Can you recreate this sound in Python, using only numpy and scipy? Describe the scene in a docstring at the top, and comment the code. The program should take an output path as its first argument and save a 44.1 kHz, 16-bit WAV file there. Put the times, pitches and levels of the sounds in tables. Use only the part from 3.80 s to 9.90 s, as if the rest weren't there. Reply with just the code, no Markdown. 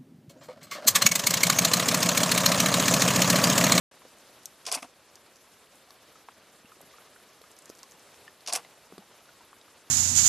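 """At the edge of an outdoor pool: a faint hiss of air lies behind two big cats lapping at the water.
Tongue plops are ringing bubbles with a slap of noise; wet ticks are short pitched cracks; droplets ring faintly.
Close to the microphone a camera fires twice: its contacts drive rattling parts, metal and a hollow housing.
A short double knock, made like the plops, is probably the camera settling; the hand-held gear is knocked too.
The two microphone ports agree in the bass and differ in the treble."""
import sys
import numpy as np
from scipy import signal
from scipy.fft import rfft, irfft
from scipy.io import wavfile

SR = 44100
rng = np.random.default_rng(int(sys.argv[2]) if len(sys.argv) > 2 else 0)


def pcm_store(signal):
    """Save signal as 16-bit PCM."""
    levels = np.round(np.clip(np.atleast_2d(signal), -1, 1) * 32767)
    wavfile.write(sys.argv[1], SR, levels.astype(np.int16).T)


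N = 269010


def amp(db):
    """dB to gain."""
    return 10 ** (np.asarray(db) / 20)


def rms_one(x):
    """Scale to unit rms."""
    return x / np.sqrt(np.mean(x ** 2) + 1e-20)


def shaped(x, spectrum):
    """Colour a noise by a (frequency [Hz], level [dB]) spectrum, interpolated over log frequency."""
    hz = np.maximum(np.fft.rfftfreq(x.shape[-1], 1 / SR), 1)
    point_hz, point_db = np.array(spectrum).T
    gain = amp(np.interp(np.log(hz), np.log(point_hz), point_db))
    return irfft(rfft(x) * gain, x.shape[-1])


def butter(x, hz, kind, order=2):
    """Causal Butterworth filter."""
    return signal.sosfilt(signal.butter(order, hz, kind, fs=SR, output="sos"), x)


def drift(rate_hz):
    """Random wander below rate_hz, with unit rms; the filter settles for a second first."""
    return rms_one(butter(rng.standard_normal(N + SR), rate_hz, "low")[SR:])


def ring(drive, hz, t60):
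    """A unit click sets a tone of height 1 ringing; nothing radiates far below its pitch."""
    radius = amp(-60 / (t60 * SR))
    angle = 2 * np.pi * hz / SR
    # the tiny offset keeps the decay out of very slow arithmetic
    return signal.lfilter([.5, 0, -.5], [1, -2 * radius * np.cos(angle), radius ** 2], drive + 1e-18)


def add(track, s, sound):
    """Mix a short sound in at time s."""
    at = round(s * SR)
    track[..., at:at + sound.shape[-1]] += sound[..., :N - at]


def burst(t60, rise_s):
    """Envelope that rises fast and dies away over t60, at most 150 ms long."""
    t = np.arange(round(.15 * SR)) / SR
    return (1 - np.exp(-t / rise_s)) * amp(-60 * t / np.clip(t60, .003, .3))


# Spectrum of the outdoor hiss, relative: (frequency [Hz], level [dB per Hz])
AIR_SPECTRUM = [(12, -45), (20, -24.5), (82, -9.5), (561, -2.5), (865, -6.5), (1130, -6), (2170, -10),
                (3350, -9.5), (7160, -12), (13000, -13.5)]
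# Course of the hiss before gusts and flicker: (time [s], level below 3.5 kHz [dB], level above it [dB])
AIR_LEVEL = [(.4, -57, -61), (.75, -58.5, -61.5), (1.6, -59.5, -64.5), (2.3, -58.5, -63),
             (2.83, -59.5, -64.5), (3.15, -57.5, -62), (3.7, -59, -62.5), (4.1, -57.5, -61.5),
             (4.73, -58, -62.5), (6.1, -59, -63.5)]
GUST_DB = .6   # rms


def air():
    """Outdoor hiss; a shared gust swells all of it, and the low band and each treble band flicker apart."""
    s, low_db, high_db = np.transpose(AIR_LEVEL)
    t = np.arange(N) / SR
    hiss = shaped(rng.standard_normal((3, 2, N)), AIR_SPECTRUM)
    gust = GUST_DB * drift(5.9)
    edges = np.geomspace(3500, 14000, 5)
    low = rms_one(butter(hiss[-1], edges[0], "low", order=3)) * amp(0.93 * drift(25))
    # neighbouring bands get unrelated noise
    bands = [butter(hiss[k % 2], edges[k:k + 2], "band", order=3) for k in range(len(edges) - 1)]
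    high = rms_one(sum(band * amp(2.0 * drift(19.4)) for band in bands))
    low_gain = amp(np.interp(t, s, low_db) + gust)
    high_gain = amp(np.interp(t, s, high_db) + gust)
    return low * low_gain + high * high_gain


SPLASHES_PER_S, SMALLEST_SPLASH_DB = 110, -67.5


def splashes():
    """Faint droplets at random, each ringing at one of 14 pitches and gone by about 16 cycles."""
    falls = rng.random(N) < SPLASHES_PER_S / SR
    sizes = amp(4.55 * np.minimum(rng.exponential(1, N), 4)) * falls
    dealt = rng.integers(0, 14, N)
    pitches = np.geomspace(450, 5000, 14)
    return amp(SMALLEST_SPLASH_DB) * sum(ring(sizes * (dealt == k), hz, 15.7 / hz)
                                         for k, hz in enumerate(pitches))


# Tongue plops, and at 4.848 s a short double knock, probably the camera settling:
# (time [s], ringing level [dB], pitch [Hz], t60 [s])
PLOPS_AND_SETTLING = [(.219, -46, 1040, 0.024), (.252, -41, 495, 0.032), (.352, -51, 616, 0.046),
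                      (2.086, -50, 750, .035), (2.105, -45, 1116, 0.032), (2.356, -46.5, 1290, 0.03),
                      (2.4862, -30, 980, 0.0083), (2.492, -44, 1400, .017), (2.846, -45.5, 227, 0.032),
                      (2.856, -49.5, 2700, .04), (2.919, -45, 1253, 0.043), (2.968, -51.5, 376, 0.057),
                      (3.007, -42, 594, 0.014), (3.111, -51, 1990, .025), (3.139, -47, 1200, 0.05),
                      (3.184, -45, 1400, 0.025), (3.272, -48, 1186, 0.033), (3.361, -46, 1460, .03),
                      (3.512, -55, 750, 0.056), (3.614, -45.5, 480, 0.026), (3.639, -44, 1250, .03),
                      (3.8986, -32.5, 434, .012), (4.034, -48.5, 1080, 0.069), (4.343, -46, 2530, 0.016),
                      (4.4787, -37, 1790, 0.03), (4.8478, -43, 2070, 0.026), (4.8488, -44, 700, 0.014),
                      (5.068, -50, 956, 0.031), (5.222, -48, 796, .043), (5.455, -51, 1170, .03),
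                      (5.49, -48, 1460, 0.041), (5.607, -49, 953, 0.073), (5.73, -41.5, 1210, 0.021),
                      (5.8127, -47.5, 3830, .023), (5.88, -51, 1250, .04)]
SLAP_DB, SLAP_T60_S = -7, 0.019   # level relative to the ringing
WOBBLE_RAD = 0.46   # rms phase waver of the ringing


def plops_and_settling():
    """A decaying tone with a wider noise slap: a plop's bubble and wet slap, or the settling double knock."""
    out = np.zeros(N)
    for s, db, hz, t60 in PLOPS_AND_SETTLING:
        envelope = burst(t60, rise_s=0.00032)
        t = np.arange(len(envelope)) / SR
        slap_noise = rms_one(butter(rng.standard_normal(len(t)), [hz / 1.6, hz * 1.87], "band"))
        slap = slap_noise * burst(SLAP_T60_S, rise_s=0.00013)
        waver = WOBBLE_RAD * rms_one(butter(rng.standard_normal(len(t)), 120, "low"))
        ringing = envelope * np.sin(2 * np.pi * hz * t + waver)
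        add(out, s, amp(db) * butter(amp(SLAP_DB) * slap - ringing, hz / 7, "high"))
    return out


# Bright wet ticks: (time [s], level [dB], pitch [Hz])
TICKS = [(.3848, -50, 7950), (.633, -48, 4880), (0.6567, -21, 6000), (1.3555, -38, 5630),
         (1.558, -47, 5430), (1.567, -46, 5490), (1.956, -52, 8500), (2.1061, -43.5, 3930),
         (3.0136, -43.5, 10700), (3.6163, -46, 3870), (3.715, -47, 7800), (3.7657, -45, 6010),
         (3.7882, -42.5, 8800), (3.791, -52, 8890), (3.8222, -46, 7780), (3.857, -40.5, 6600),
         (3.8937, -40, 6000), (3.8995, -35.5, 5400), (3.9507, -45.5, 5840), (3.9725, -50, 7000),
         (3.986, -48.5, 8500), (3.991, -43, 5500), (4.0312, -34.5, 5600), (4.041, -53, 6500),
         (4.111, -46, 6490), (4.1198, -43, 6100), (4.195, -51, 7000), (4.607, -49, 3850),
         (5.181, -43, 3660), (5.456, -53, 3800)]
BODY_T60_S, TAIL_T60_S = 0.022 * 0.38, 0.022 * 2.3   # for a tick at -42.5 dB
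TICK_SHORTENS = 0.15   # dB of length lost per dB of level
TICK_EDGE = 3.2   # first impulse relative to the noise


def ticks():
    """A sharp crack around its own pitch, the harder the shorter, with a weaker tail."""
    out = np.zeros((2, N))
    for s, db, hz in TICKS:
        stretch = amp(-TICK_SHORTENS * (db + 42.5))
        body = burst(BODY_T60_S * stretch, rise_s=0.00014)
        envelope = body + 0.17 * burst(TAIL_T60_S * stretch, rise_s=0.00027)
        snap = rng.standard_normal((2, len(envelope)))
        tone = rms_one(butter(snap, [hz / 1.12, min(hz * 1.28, 16000)], "band"))
        fizz = 0.77 * butter(snap, 5300, "high", order=4)
        click = signal.unit_impulse(len(envelope))
        edge = butter(click, [hz / 1.1, min(hz * 1.55, 18000)], "band")
        add(out, s, amp(db) * (envelope * (tone + fizz) + TICK_EDGE * edge))
    return out


# Dull knocks on the hand-held gear: (time [s], blow level [dB])
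KNOCKS = [(3.03, -52), (5.124, -42.5), (5.1803, -40)]
# Modes of the gear: (frequency [Hz], level [dB], t60 [s])
GEAR_MODES = [(275, -14, 0.03), (374, 5.5, 0.025), (700, -5, 0.019), (1115, -9, 0.03)]
# The heavy frame, answering late: (frequency [Hz], level [dB], t60 [s], delay [s])
GEAR_BOOM = (199, -1, 0.07, .007)


def knocks():
    """One blow strikes every mode of the gear; the heavy frame is pushed softly a moment later."""
    blows, late = np.zeros(N), np.zeros(N)
    boom_hz, boom_db, boom_t60, delay_s = GEAR_BOOM
    for s, db in KNOCKS:
        blows[round(s * SR)] = -amp(db)
        late[round((s + delay_s) * SR)] = amp(db + boom_db)
    boom = ring(butter(late, 290, "low"), boom_hz, boom_t60)
    soft_blows = butter(blows, 2400, "low")
    return boom + sum(amp(db) * ring(soft_blows, hz, t60) for hz, db, t60 in GEAR_MODES)


# The camera fires: (time [s], level [dB], level added to the winding-down contacts [dB])
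RELEASES = [(0.8525, -0.5, 3.5), (4.6623, -0.17, -3.5)]
# Contacts of one firing, before its own level: latch, mirror at its stop, mirror bounces, blades start,
# two blade sets land, recocking, winding down.
# (time after release [s], rattle level [dB], heavy parts above it [dB], fine parts above it [dB],
#  housing drive [dB], rattle t60 [s])
CYCLE = [(0, -35, 2, -10, -85, 0.028), (.0115, -24.5, -8, -4, -65.5, .026), (.016, -37.5, -2, -9, -58, 0.1),
         (0.021, -38, -5.5, -4, -63, 0.095), (0.032, -39, 7, -4, -60, 0.046),
         (0.041, -44.5, -3, -2, -70, 0.025), (.058, -54, 0, 9, -53.5, .09), (.063, -21, -10, -2, -59, .024),
         (0.0713, -20.5, -24.5, 9, -53, 0.017), (0.0774, -29.5, 0.5, -6, -77, 0.056),
         (.083, -38, 6, 6, -85, 0.033), (.0883, -34.5, 4.5, 7.5, -66, .042),
         (0.09, -35, 5.5, -2, -73, 0.042), (0.096, -29, -2, 8, -53.5, .04),
         (0.1095, -39, 9, 3, -65.5, 0.03), (.120, -50, 15.5, -5, -60, 0.089),
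         (0.13, -57, 1.5, 4, -73, 0.16)]
# Stray clatter of the same parts after the first firing: (time [s], then as in CYCLE)
CLATTER = [(1.023, -48, -4, 7, -60.5, 0.054), (1.0272, -38, 14.5, -5, -70, 0.015),
           (1.042, -53.5, 9, -1, -67.5, 0.079)]
WINDING_DOWN_S = .112   # after release


def contacts():
    """Every firing plays the same cycle of contacts at its own strength; stray clatter is added."""
    fired = []
    for start, level_db, winding_db in RELEASES:
        for s, db, heavy_db, fine_db, housing_db, t60 in CYCLE:
            gain_db = level_db + winding_db * (s > WINDING_DOWN_S)
            fired.append((start + s, db + gain_db, heavy_db, fine_db, housing_db + gain_db, t60))
    return fired + CLATTER


# Spectrum of the loose parts, relative: (frequency [Hz], level [dB per Hz])
RATTLE_SPECTRUM = [(760, -24), (1300, -4.5), (1740, -6.5), (2710, -3), (3310, -7.5), (3940, -5), (4700, 2),
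                   (5600, 2.5), (6600, -6.5), (9620, -2.5), (13000, -15), (15500, -28)]
# Ringing metal parts: (frequency [Hz], level before METAL_DB [dB], t60 [s])
METAL_MODES = [(2608, -5, 0.04), (3460, -5, 0.05), (4900, -9, 0.02), (5400, -6, 0.02), (6040, 3, 0.025),
               (6590, 3, 0.02), (7400, -10, 0.03), (9500, -20, .03), (10300, -20.5, 0.04)]
METAL_DB = -31.5   # how strongly the rattle drives the metal parts
HEAVY_BELOW_HZ, FINE_ABOVE_HZ = 2920, 7050


def rattle_and_metal():
    """Each contact shakes loose parts of three sizes; their rattle sets metal of like pitch ringing."""
    rattle = np.zeros((3, 1, N))   # envelopes of the heavy, middle and fine parts
    for s, db, heavy_db, fine_db, _, t60 in contacts():
        levels = amp(db + np.array([heavy_db, 0, fine_db]))
        add(rattle, s, levels[:, None, None] * burst(t60, rise_s=0.00068))
    uneven = amp(1.2 * drift(640))   # the parts knock together in tiny clumps
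    grit = rms_one(shaped(rng.standard_normal((2, N)), RATTLE_SPECTRUM)) * uneven
    sizes = [butter(grit, HEAVY_BELOW_HZ, "low", order=4),
             butter(grit, [HEAVY_BELOW_HZ, FINE_ABOVE_HZ], "band", order=3),
             butter(grit, FINE_ABOVE_HZ, "high", order=4)]
    shake = uneven * rng.standard_normal((2, N))
    size_of = np.searchsorted([HEAVY_BELOW_HZ, FINE_ABOVE_HZ], np.array(METAL_MODES)[:, 0])
    metal = sum(amp(db + METAL_DB) * ring(rattle[k] * shake, hz, t60)
                for k, (hz, db, t60) in zip(size_of, METAL_MODES))
    return (rattle * sizes).sum(axis=0) + metal


# Modes of the hollow housing: (frequency [Hz], level [dB], t60 [s])
HOUSING_MODES = [(348, -15, 0.015), (484, -12.5, 0.068), (573, -7.5, 0.022), (679, -6, 0.081),
                 (700, -4, 0.047), (755, -3, 0.05), (920, -1, 0.022), (1029, -7.5, 0.051),
                 (1140, -3.5, 0.032), (1400, -9.5, 0.0077)]


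def housing():
    """Each contact pushes the hollow housing with a burst of noise, and its modes boom."""
    push = np.zeros(N)
    for s, _, _, _, housing_db, _ in contacts():
        add(push, s, amp(housing_db) * burst(0.053, rise_s=0.0017))
    return sum(amp(db) * ring(push * rng.standard_normal(N), hz, t60) for hz, db, t60 in HOUSING_MODES)


# The mirror lands in the camera: (time [s], blow level before the low-pass [dB])
THUDS = [(.968, -39.5), (1.025, -42), (1.045, -43), (4.74, -46.5)]
THUD_HZ, THUD_T60_S = 270, 0.065


def mirror_thuds():
    """Softened blows set one low mode of the camera ringing."""
    blows = np.zeros(N)
    for s, db in THUDS:
        blows[round(s * SR)] = amp(db)
    return ring(butter(blows, 630, "low"), THUD_HZ, THUD_T60_S)


def shutter():
    """The camera up close: rattle and ringing metal, booming housing and landing mirror."""
    return rattle_and_metal() + housing() + mirror_thuds()


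PORTS_PART_HZ = 4820
NEAR_SIDE_DB, AIR_SIDE_DB = -17, -4.5   # treble difference between the ports
BASS_SIDE_DB = -49   # full-band difference, relative to the treble one


def ports(mid_side, side_db):
    """Left and right microphone ports: only the treble differs much between them."""
    mid, side = mid_side
    treble = butter(side, PORTS_PART_HZ, "high", order=14)
    side = amp(side_db) * (treble + amp(BASS_SIDE_DB) * side)
    return np.array([mid + side, mid - side])


def scene():
    """Air and droplets behind, lapping at the pool, camera and gear at the microphone."""
    background = ports(air(), AIR_SIDE_DB) + splashes()
    ticks_and_camera = ports(ticks() + shutter(), NEAR_SIDE_DB)
    return background + plops_and_settling() + knocks() + ticks_and_camera


START_S, CUTOFF_HZ = .112, 13080


def record(dry):
    """Sound starts after a short silence; a steep low-pass cuts the top."""
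    running = dry * np.clip((np.arange(N) / SR - START_S) / .002, 0, 1)
    return signal.sosfilt(signal.ellip(12, .5, 55, CUTOFF_HZ, fs=SR, output="sos"), running)


dry = scene()
out = record(dry)
pcm_store(out)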